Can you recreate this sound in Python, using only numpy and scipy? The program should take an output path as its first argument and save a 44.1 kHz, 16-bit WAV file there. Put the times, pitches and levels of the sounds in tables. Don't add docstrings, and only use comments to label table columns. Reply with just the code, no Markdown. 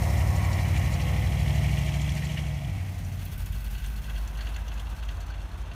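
import sys
import numpy as np
from scipy import signal
from scipy.fft import rfft, irfft, next_fast_len
from scipy.io import wavfile

SR = 44100
rng = np.random.default_rng(int(sys.argv[2]) if len(sys.argv) > 2 else 0)


def int16_out(signal):
    q = np.round(np.clip(np.atleast_2d(signal).T, -1, 1) * 32767)
    wavfile.write(sys.argv[1], SR, q.astype(np.int16))


N = 253559

FAR_BANK = [0, 1, 1, 0, 1, 0, 0, 1]
# (frequency [Hz], width [Hz], level [dB])
TAILPIPE_MODES = [(1896, 150, -7), (2010, 194, -2.5), (2296, 400, -0.5), (2776, 500, -4), (2840, 1570, -10)]


def from_db(db):
    return 10 ** (np.asarray(db) / 20)


def rms_one(x):
    return x / np.sqrt(np.mean(x ** 2) + 1e-20)


def in_time(rows):
    s, *columns = np.transpose(rows)
    return [np.interp(np.arange(N) / SR, s, c) for c in columns]


def drift(rate_hz):
    r = np.exp(-80 * np.pi * rate_hz / SR)
    slow = signal.lfilter([1], [1, -2 * r, r * r], rng.standard_normal(N // 40 + 2002))[2000:]
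    return np.interp(np.arange(N) / 40, np.arange(len(slow)), rms_one(slow))


def coloured(spectrum):
    hz, db = np.transpose(spectrum)
    size = next_fast_len(N)
    grid = np.maximum(np.fft.rfftfreq(size, 1 / SR), 1)
    gain = from_db(np.interp(np.log(grid), np.log(hz), db))
    return rms_one(irfft(rfft(rng.standard_normal(size)) * gain, size)[:N])


def resonances(x, modes):
    out = 0
    for k, (hz, width, db) in enumerate(modes):
        r = np.exp(-np.pi * width / SR)
        b = (1 - r * r) / 2 * np.array([1, 0, -1])
        a = [1, -2 * r * np.cos(2 * np.pi * hz / SR), r * r]
        out += (-1) ** k * from_db(db) * signal.lfilter(b, a, signal.lfilter(b, a, x + 1e-18))
    return rms_one(out)


def puffs(clicks, decay_s, rise_s=.0035):
    rise, decay = np.exp(-1 / (rise_s * SR)), np.exp(-1 / (decay_s * SR))
    return signal.lfilter([1 - rise], np.convolve([1, -rise], [1, -decay]), clicks + 1e-18)


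def struck(events, modes, decay_s, scatter_db, rise_s=.0051, lean_db_per_octave=10):
    s, level_db, *pitch = np.transpose(list(events))
    chance, gust, out = rng.standard_normal((len(s), len(modes))), rng.standard_normal(N), 0
    for k, (hz, width, db) in enumerate(modes):
        lean_db = sum(lean_db_per_octave * np.abs(np.log2(hz / own_hz)) for own_hz in pitch)
        clicks = np.zeros(N)
        clicks[(s * SR).astype(int)] = from_db(level_db + db - lean_db + scatter_db * chance[:, k])
        out += resonances(gust, [(hz, width, db)]) * puffs(clicks, decay_s, rise_s)
    return out


def tones(curves, waver_db):
    out = 0
    for hz, db in map(in_time, curves):
        out += from_db(db + waver_db * drift(6)) * np.sin(2 * np.pi * np.cumsum(hz) / SR)
    return np.sqrt(2) * out


def shelf(x, top_db, corner_hz):
    low = signal.sosfiltfilt(signal.butter(2, corner_hz, fs=SR, output="sos"), x)
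    return low + from_db(top_db) * (x - low)


def jet_flutter(gusts_db=.9, grit_db=1.2):
    return from_db(gusts_db * drift(2.5) + grit_db * drift(130))


def crossings(turns):
    return np.flatnonzero(np.diff(np.floor(turns))) + 1


def arrivals(start, lag):
    return start + np.arange(8) / 8 + lag * np.array(FAR_BANK)


def firings(cycles, slot_db, start, lag, share, uneven_db):
    clicks, chance = np.zeros(N), rng.standard_normal(N)
    for db, turn in zip(slot_db, arrivals(start, lag)):
        at = crossings(cycles - turn)
        clicks[at] = from_db(share * db + uneven_db * chance[at])
    return clicks


def exhaust_note(cycles, levels_db, first_order, wobble_db, slot_db, start, lag, wander_rad=.35):
    out, power = 0, 0
    for k, db in enumerate(levels_db, first_order):
        phase = np.angle(-from_db(slot_db) @ np.exp(-2j * np.pi * k * arrivals(start, lag)))
        gain, stray = from_db(db), drift(2)
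        wave = np.cos(2 * np.pi * k * cycles + phase + wander_rad * stray[::-1])
        out += gain * from_db(wobble_db * stray) * wave
        power += gain ** 2 / 2
    return out / np.sqrt(power)


def pipe_bark(pulses, stage, waver_db=1.8):
    # (frequency [Hz], width [Hz], near [dB], midway [dB], far [dB], coasting [dB])
    pipe_modes = [(211.7, 14, 1.5, -5, -21, 2), (299, 17, -6, -11, -4, -1), (352, 28, -5.5, 0, -7.5, -6),
                  (424, 27, -9, -1, -8.5, -4.5), (500.8, 18, -3, -4.5, -7.5, -12),
                  (561, 30, 0.5, -2, -7, -6), (634.3, 27, 1.5, -2.5, 5.5, 1), (704.4, 29, 4, 3.5, 2.5, 3.5),
                  (778, 26, -4, -12.5, -6, 0), (839, 32, -9, 0, -12, -21), (955, 33, 1, -13, -17, -15)]
    out = 0
    for k, (hz, width, *stage_db) in enumerate(pipe_modes):
        db = np.interp(stage, [0, .5, 1, 2], stage_db) + waver_db * drift(4)
        out += (-1) ** k * from_db(db) * resonances(pulses, [(hz, width, 0)])
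    return .3 * out


def panel_ring(pulses):
    # (time [s], level [dB])
    panel_level = [(0, -52), (.3, -50.5), (.47, -47.5), (.7, -60), (1.0, -51), (1.4, -57), (2.5, -62),
                   (2.8, -82)]
    # (frequency [Hz], width [Hz], level [dB])
    panel_modes = [(1084, 17, 10.5), (1132, 22, 1.5), (1216, 29, -8.5)]
    return from_db(in_time(panel_level)[0]) * resonances(pulses, panel_modes)


def tailpipe_rasp(jet, rasp_db, stage):
    # (near [dB], far [dB], coasting [dB])
    upper_db = [-6.5, -2.5, -6]
    # (frequency [Hz], width [Hz])
    whistles = [(3950, 90), (5325, 120), (6050, 140)]
    # (time [s], level of each whistle [dB])
    whistle_levels = [(0, -56, -54, -61), (.45, -67, -59, -66), (.62, -58, -60, -64), (1.1, -61, -64, -71),
                      (1.6, -60, -60, -74), (2.3, -65, -64, -65), (3.0, -84, -77, -83)]
    # (time [s], level [dB])
    flare_level = [(.3, -66), (.43, -46.5), (.62, -47.5), (.85, -49), (1.0, -55), (1.2, -51), (1.6, -54),
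                   (2.0, -64), (2.7, -58), (2.9, -60), (3.1, -80)]
    # (frequency [Hz], width [Hz], level [dB])
    flare_modes = [(2120, 190, -13), (2330, 110, 1)]
    upper = from_db(np.interp(stage, [0, 1, 2], upper_db)) * resonances(jet, TAILPIPE_MODES[3:])
    out = from_db(rasp_db) * (resonances(jet, TAILPIPE_MODES[:3]) - upper)
    for (hz, width), db in zip(whistles, in_time(whistle_levels)):
        out += from_db(db) * resonances(jet, [(hz, width, 0)])
    return out + from_db(in_time(flare_level)[0]) * resonances(jet, flare_modes)


def tailpipe_pops(rasp_db, count=80, spread_db=6):
    # (time [s], level [dB], strongest near [Hz])
    loud_pops = [(.137, -37, 1950), (.2, -34, 2190), (.444, -39, 2280), (.482, -36, 2100),
                 (.512, -34, 2080), (.58, -32, 2030), (.646, -37, 2060), (.741, -34.5, 2260),
                 (.761, -34.5, 2100), (.813, -33, 2040), (1.064, -41, 2600), (1.092, -47, 2050),
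                 (1.162, -40, 2020), (1.218, -35, 2110), (1.374, -38, 1950), (1.457, -50, 1960),
                 (1.489, -45, 2500), (1.537, -37, 1960), (1.564, -43, 2100), (1.612, -37, 2600),
                 (1.641, -34, 2300), (1.682, -36, 2130), (1.729, -39, 2600), (1.766, -33.5, 2610),
                 (1.805, -40, 2370), (1.869, -35, 2220), (2.07, -36, 3200), (2.157, -40, 3100),
                 (2.218, -31.5, 1900), (2.29, -38, 3000), (2.369, -33, 2820)]
    s = rng.uniform(0, 2.8, count)
    small_db = rasp_db[(s * SR).astype(int)] - 2.5 + spread_db * rng.uniform(-1.5, 1.5, count)
    small = struck(zip(s, small_db), TAILPIPE_MODES, decay_s=.009, scatter_db=3)
    return small + struck(loud_pops, TAILPIPE_MODES, decay_s=.011, scatter_db=1.8)


def tailpipe_ticks(clicks, rasp_db, stage, spread_db=5.5):
    # (frequency [Hz], width [Hz], level [dB])
    tick_modes = [(2757, 320, -2.5), (3234, 175, 3.5), (5400, 710, -9), (7200, 1500, -9.5)]
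    # (near [dB], far [dB], coasting [dB])
    over_db = [-7, 2.5, -7]
    at = np.flatnonzero(clicks)
    db = rasp_db + np.interp(stage, [0, 1, 2], over_db) + spread_db * rng.uniform(-1.6, 1, N)
    return struck(zip(at / SR, db[at]), tick_modes, decay_s=.002, scatter_db=2, rise_s=.0006)


def exhaust_hiss(cycles, clicks, swell, hiss_db, spread_db=6.5, top_db_per_s=-1):
    # (frequency [Hz], density [dB])
    hiss_spectrum = [(1940, -6.5), (3300, -81), (3740, -17), (4040, 0.5), (4910, 1), (5210, -2),
                     (6010, 5.5), (7860, -2.5), (8950, 3), (9800, -2.5), (10350, -9), (10900, -5),
                     (12200, 0.5), (15100, -31), (15700, -13)]
    # (place [cycles], level over the hiss [dB])
    cycle_spits = [(0.171, 1.5), (.43, -0.5), (0.533, -15)]
    # (time [s], level [dB], strongest near [Hz])
    loud_spits = [(.033, -37, 6600), (.172, -36, 6540), (.279, -38, 7500), (.36, -39, 5900),
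                  (.445, -37, 6350), (.528, -35, 6000), (.773, -36, 6350), (.937, -37, 6000),
                  (1.012, -40, 6000), (1.252, -52, 5900), (1.546, -50, 5550), (2.005, -54, 5800),
                  (2.098, -40, 5940), (2.172, -41, 5700), (2.249, -40, 6130), (2.327, -49, 6800)]
    # (frequency [Hz], width [Hz], level [dB])
    spit_bands = [(2770, 390, -2), (4540, 900, 1.5), (5530, 1200, 1.5), (6830, 1060, 1), (9200, 3100, -8)]
    pulsing = 1.1 + rms_one(puffs(clicks, decay_s=.006))
    hiss = rms_one(coloured(hiss_spectrum) * jet_flutter() * swell * pulsing)
    out = from_db(hiss_db) * shelf(hiss, top_db_per_s * np.arange(N) / SR, corner_hz=9000)
    spits, chance = [], rng.uniform(-1, 1, N)
    for place, db in cycle_spits:
        at = crossings(cycles - place)
        spits += zip(at / SR, hiss_db[at] + db + spread_db * chance[at])
    out += struck(spits, spit_bands, decay_s=.0055, scatter_db=2.5)
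    return out + struck(loud_spits, spit_bands, decay_s=.0039, scatter_db=3.5)


def tyre_roar(bark_db, sink_db_per_s=1):
    # (frequency [Hz], density [dB])
    tyre_spectrum = [(170, -35), (250, -16), (320, 4.5), (420, -6.5), (600, 3), (800, 3), (1100, -5),
                     (1300, -5.5), (1550, -14), (1900, 1), (2600, -20)]
    return from_db(bark_db + 3 - sink_db_per_s * np.arange(N) / SR) * coloured(tyre_spectrum)


def road_rumble():
    # (frequency [Hz], density [dB])
    rumble_spectrum = [(20, -29), (40, -13), (60, -1.5), (100, -3.5), (140, -8), (200, -14), (330, -30.5),
                       (480, -34), (700, -75)]
    # (time [s], level [dB])
    rumble_level = [(0, -37.5), (1.5, -37), (2.6, -38.5), (3.2, -41.5), (4.0, -43), (4.6, -45), (5.75, -44)]
    return from_db(in_time(rumble_level)[0]) * coloured(rumble_spectrum)


def pipe_song():
    # (time [s], frequency [Hz], level [dB])
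    pipe_tones = [
        [(1.3, 622, -72), (1.55, 630, -57), (1.9, 632, -54), (2.2, 633, -52), (2.5, 624, -66), (2.7, 625, -79)],
        [(.9, 702, -74), (1.3, 701.4, -61.5), (1.7, 704, -53.5), (1.95, 707, -55), (2.2, 700, -71)],
        [(.85, 783, -78), (1.0, 780, -58), (1.25, 799, -55), (1.45, 803, -55), (1.6, 804, -73)],
    ]
    return tones(pipe_tones, waver_db=2.5)


def leaving_car():
    # (time [s], note [dB], bark [dB], rasp [dB], hiss [dB])
    levels = [(0, -23, -41.5, -49, -50), (.7, -24, -43.5, -46, -52), (1.6, -24.5, -45, -46.5, -51),
              (2.3, -28.5, -48.5, -50, -52), (2.6, -30.5, -50, -55, -59.5), (2.8, -30.5, -52, -53, -61),
              (3.1, -32.5, -55.5, -60.5, -60.5), (3.6, -39.5, -70, -65, -88), (4.1, -63, -95, -70, -93)]
    # (time [s], engine speed [cycles/s])
    speed = [(0, 12.038), (.654, 12.238), (1.201, 12.643), (1.361, 12.644), (1.516, 12.904),
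             (2.454, 13.469), (2.783, 11.903), (3.53, 11.051), (3.7, 10.346)]
    # (time [s], stage [0 near and pulling, 1 far and pulling, 2 coasting])
    stages = [(0, 0), (.5, 0), (1.3, .5), (2.0, 1), (2.62, 1), (2.76, 2)]
    # (near [dB], far [dB], coasting [dB])
    orders = [(-18, -20, -18), (-1, 1, -15), (-1, -7, -14), (-1, -7, -9), (2, -6, 0), (-4, -13, -15),
              (-12, -11, -20), (-6, 2, -17), (-18, -23, -18), (-8, -8, -13), (-17, -30, -20),
              (-17, -25, -23), (-21, -16, -30), (-16, -27, -24), (-22, -28, -28), (-22, -26, -30),
              (-28, -33, -30), (-34, -32, -40), (-33, -24, -36), (-28, -28, -24), (-27, -40, -33)]
    # (slot_db [dB each], start [cycles], lag of the far bank [cycles])
    firing = dict(slot_db=[-7.7, -8.7, 5.6, 2.2, -17.4, -2.5, 4.2, 4.5], start=.28, lag=.094)
    turbulence = [.5, .22, .2, .35]
    note_db, bark_db, rasp_db, hiss_db = in_time(levels)
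    cycles = np.cumsum(in_time(speed)[0]) / SR
    stage, = in_time(stages)
    orders_db = [np.interp(stage, [0, 1, 2], row) for row in orders]
    out = from_db(note_db) * exhaust_note(cycles, orders_db, first_order=4, wobble_db=1.3, **firing)
    clicks = firings(cycles, share=.5, uneven_db=.9, **firing)
    gas = rms_one(puffs(clicks, decay_s=.045)) * rng.standard_normal(N)
    pulses = rms_one(clicks) + np.interp(stage, [0, .5, 1, 2], turbulence) * gas
    out += from_db(bark_db) * pipe_bark(pulses, stage) + panel_ring(pulses) + pipe_song()
    swell = from_db(2.2 * np.cos(2 * np.pi * (cycles - .368)))
    jet = (.4 * rms_one(clicks) + gas + .8 * rng.standard_normal(N)) * swell ** .5
    out += tailpipe_rasp(jet, rasp_db, stage)
    out += tailpipe_pops(rasp_db) + tailpipe_ticks(clicks, rasp_db, stage)
    return out + exhaust_hiss(cycles, clicks, swell, hiss_db) + tyre_roar(bark_db)


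def engine_bay(blow, clatter_db, ring_db):
    # (frequency [Hz], density [dB])
    clatter_spectrum = [(150, -11.5), (200, -0.5), (260, 1.5), (455, -5), (699, 0.5), (784, -0.5), (892, 0),
                        (1330, -3.5), (1560, -7), (1780, -7.5), (2170, -13), (3290, -12), (4380, -20.5),
                        (4980, -54), (6180, -17.5), (8000, -59), (10400, -54), (17600, -120)]
    # (frequency [Hz], width [Hz], level [dB])
    whirr_modes = [(1520, 110, 0), (1950, 120, -7), (2620, 200, -4)]
    clatter = from_db(clatter_db) * rms_one(coloured(clatter_spectrum) * (9.5 + blow))
    whirr_gain = from_db(ring_db + 1 + 1.5 * drift(8)) * (.8 + .15 * blow)
    return clatter + whirr_gain * resonances(rng.standard_normal(N), whirr_modes)


def exhaust_leak(cycles, blow, leak_db, ring_db, early_cycles=.016, spread_db=3.5):
    # (frequency [Hz], density [dB])
    leak_spectrum = [(2940, 3), (5000, -3.5), (5320, -2), (6540, -1.5), (7500, -5), (8600, -3), (9600, 0),
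                     (10300, -4), (11200, -0.5), (13300, 1), (15100, -0.5), (15700, 7)]
    # (treble over the leak [dB], ring over its level [dB])
    spit_pattern = [(10.5, -13), (-24, -1), (14, 4.5), (10, -9), (-4, 1), (10.5, 5.5), (15.5, 0),
                    (-16, -11), (11, -31), (7.5, -2), (-25, -13), (16.5, -4), (-9, 0.5), (-4, -30),
                    (15, -22), (6, 2)]
    # (time [s], level [dB], strongest near [Hz])
    loud_spits = [(3.26, -51, 4350), (3.463, -62, 1610), (3.528, -51, 3200), (3.749, -50, 2850),
                  (3.846, -57, 2850), (4.096, -50.5, 3300), (4.159, -49.5, 2800), (4.273, -57, 2600),
                  (4.374, -53, 4000), (4.387, -45, 1560), (4.407, -46.5, 3330), (4.469, -47, 2610),
                  (4.54, -51, 4200), (4.56, -43.5, 1990), (4.58, -50, 1560), (4.679, -49, 3200),
                  (4.715, -50, 2380), (4.778, -55, 1630), (4.795, -50, 3300), (4.868, -51, 3200),
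                  (4.988, -63, 3000), (5.025, -48, 3280), (5.087, -46.5, 3300), (5.301, -63, 1610),
                  (5.713, -50, 2760)]
    # (frequency [Hz], width [Hz], level [dB])
    spit_modes = [(1605, 190, 4), (1960, 340, 0.5), (2826, 590, 5), (3190, 480, 0), (4290, 420, -1.5),
                  (6200, 1300, -3.5)]
    steps = 8 * (cycles + early_cycles)
    at = crossings(steps)
    over_db = np.array(spit_pattern)[steps[at].astype(int) % len(spit_pattern)]
    over_db = over_db + spread_db * rng.uniform(-1, 1, (len(at), 2))
    treble = np.zeros(N)
    treble[at] = from_db(over_db[:, 0])
    pulsing = 1.14 + .36 * blow + puffs(treble, decay_s=.014, rise_s=.01)
    hiss = from_db(leak_db) * coloured(leak_spectrum) * jet_flutter() * pulsing
    top_db = -6.5 + 2.3 * (leak_db + 58.5)
    out = shelf(hiss, top_db, corner_hz=9700)
    out += struck(zip(at / SR, ring_db[at] + over_db[:, 1]), spit_modes, decay_s=.011, scatter_db=1.5)
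    return out + struck(loud_spits, spit_modes, decay_s=.01, scatter_db=1.5, rise_s=.0012)


def creeping_car():
    # (time [s], throb [dB], clatter [dB], leak hiss [dB], leak ring [dB])
    levels = [(2.4, -82, -86, -63, -64), (2.9, -48, -61, -59, -68), (3.4, -31.5, -56.5, -56.5, -59.5),
              (3.9, -30, -56, -56.5, -58), (4.4, -30.5, -49, -58.5, -58.5), (5.0, -33, -50, -60, -60.5),
              (5.75, -33, -50, -62, -65)]
    # (time [s], engine speed [cycles/s])
    speed = [(2.9, 6.505), (3.018, 5.86), (4.005, 6.45), (4.354, 6.298), (4.502, 6.532), (5.488, 6.363),
             (5.75, 6.215)]
    orders_db = [-38, -3.5, 11, -6, 0, -6, -53, -46, -32, -18.5, -32, -24, -60, -29, -27, -54]
    # (slot_db [dB each], start [cycles], lag of the far bank [cycles])
    firing = dict(slot_db=[1.4, -13, 1, -3.5, -.1, -3, -2.7, -3.8], start=.55, lag=.156)
    stumbles = [(3.043, -8, 0.022), (3.137, 18, 0.018), (3.324, 15, 0.017), (3.386, 10, 0.011),
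                (3.483, 11, 0.015), (3.795, 15, 0.013), (4.039, 12, 0.014), (4.315, 5, 0.056),
                (4.968, 18, 0.016), (4.647, 2, 0.026), (5.165, 8, 0.01), (5.26, 11, 0.014),
                (5.415, 9, 0.013), (5.498, 18, 0.025), (5.572, 22, 0.014), (5.662, 6, 0.023),
                (5.75, 6, 0.051)]
    throb_db, clatter_db, leak_db, ring_db = in_time(levels)
    cycles = np.cumsum(in_time(speed)[0]) / SR
    throb = exhaust_note(cycles, orders_db, first_order=6, wobble_db=.9, **firing)
    dips_db = sum(db * np.exp(-((np.arange(N) / SR - s) / half_s) ** 2) for s, db, half_s in stumbles)
    clicks = firings(cycles, share=.4, uneven_db=4, **firing)
    blow = rms_one(puffs(clicks, decay_s=.008))
    out = from_db(throb_db - dips_db) * throb + engine_bay(blow, clatter_db, ring_db)
    return out + exhaust_leak(cycles, blow, leak_db, ring_db) + metal_rattle() + leak_ticks()


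def far_drones():
    # (time [s], frequency [Hz], level [dB])
    drones = [
        [(2.9, 121, -75), (3.15, 121, -46), (3.7, 120.4, -48), (3.85, 120, -56), (4.1, 120, -75)],
        [(4.1, 84.5, -75), (4.5, 84.2, -48), (5.0, 83.6, -45), (5.4, 83.4, -42), (5.75, 83, -43)],
        [(3.7, 128, -75), (3.85, 136, -50), (4.0, 149, -49), (4.17, 158, -50), (4.3, 156, -75)],
        [(2.7, 210, -75), (3.1, 208, -52), (3.3, 204, -70), (3.75, 203, -58), (4.03, 212, -55),
         (4.25, 200, -56), (4.5, 200, -64), (5.2, 200, -75)],
    ]
    return tones(drones, waver_db=1)


def leak_ticks():
    # (time [s], level [dB], strongest near [Hz])
    ticks = [(3.0475, -47, 6000), (3.228, -59, 12400), (3.252, -47.5, 11440), (3.315, -55, 13000),
             (3.335, -54, 13000), (3.378, -50, 13000), (3.4586, -41, 11500), (3.522, -48, 11900),
             (3.605, -51, 12500), (3.643, -50, 11000), (3.7015, -59, 11500), (3.741, -58, 7000),
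             (3.78, -53, 8000), (3.86, -50, 7950), (3.96, -53, 10000), (4.037, -62, 7500),
             (4.177, -53, 6460), (4.275, -49, 6500), (4.3725, -50, 6200), (4.408, -52, 6500),
             (4.488, -53, 6150), (4.563, -47.5, 6500), (4.68, -49.5, 6200), (4.739, -53, 6300),
             (4.797, -48.5, 6360), (4.891, -57, 6500), (4.964, -56, 6200), (5.05, -54, 7000),
             (5.084, -54, 7300), (5.168, -57, 6500), (5.203, -51.5, 6800), (5.2645, -51, 6500),
             (5.302, -55, 6100), (5.615, -56, 5880)]
    # (frequency [Hz], width [Hz], level [dB])
    tick_modes = [(5300, 730, -8), (6020, 720, 1), (6870, 690, -1), (8350, 1300, -4.5), (11700, 2100, -1),
                  (14100, 2900, 3)]
    return struck(ticks, tick_modes, decay_s=.006, scatter_db=2.5, rise_s=.001)


def metal_rattle():
    # (time [s], level [dB])
    knocks = [(3.428, -60), (3.462, -50), (3.5572, -52), (3.6056, -51), (3.6505, -51), (3.7483, -47),
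              (3.963, -47), (4.0616, -51), (4.178, -47.5), (4.2297, -49), (4.2746, -56), (4.373, -42.5),
              (4.407, -40.5), (4.5415, -53), (4.987, -51), (5.0244, -57), (5.0873, -44), (5.1706, -60),
              (5.2045, -48), (5.2619, -52), (5.3008, -46.5), (5.5153, -55)]
    # (frequency [Hz], width [Hz], level [dB])
    metal_modes = [(1545, 110, -6), (4380, 340, -4.5)]
    return struck(knocks, metal_modes, decay_s=.012, scatter_db=2, rise_s=.001)


def scene():
    return (leaving_car() + creeping_car() + road_rumble() + far_drones())[None]


def record(dry):
    cutoff_hz = 15960
    return signal.sosfilt(signal.cheby2(20, 70, cutoff_hz, fs=SR, output="sos"), dry)


dry = scene()
out = record(dry)
int16_out(out)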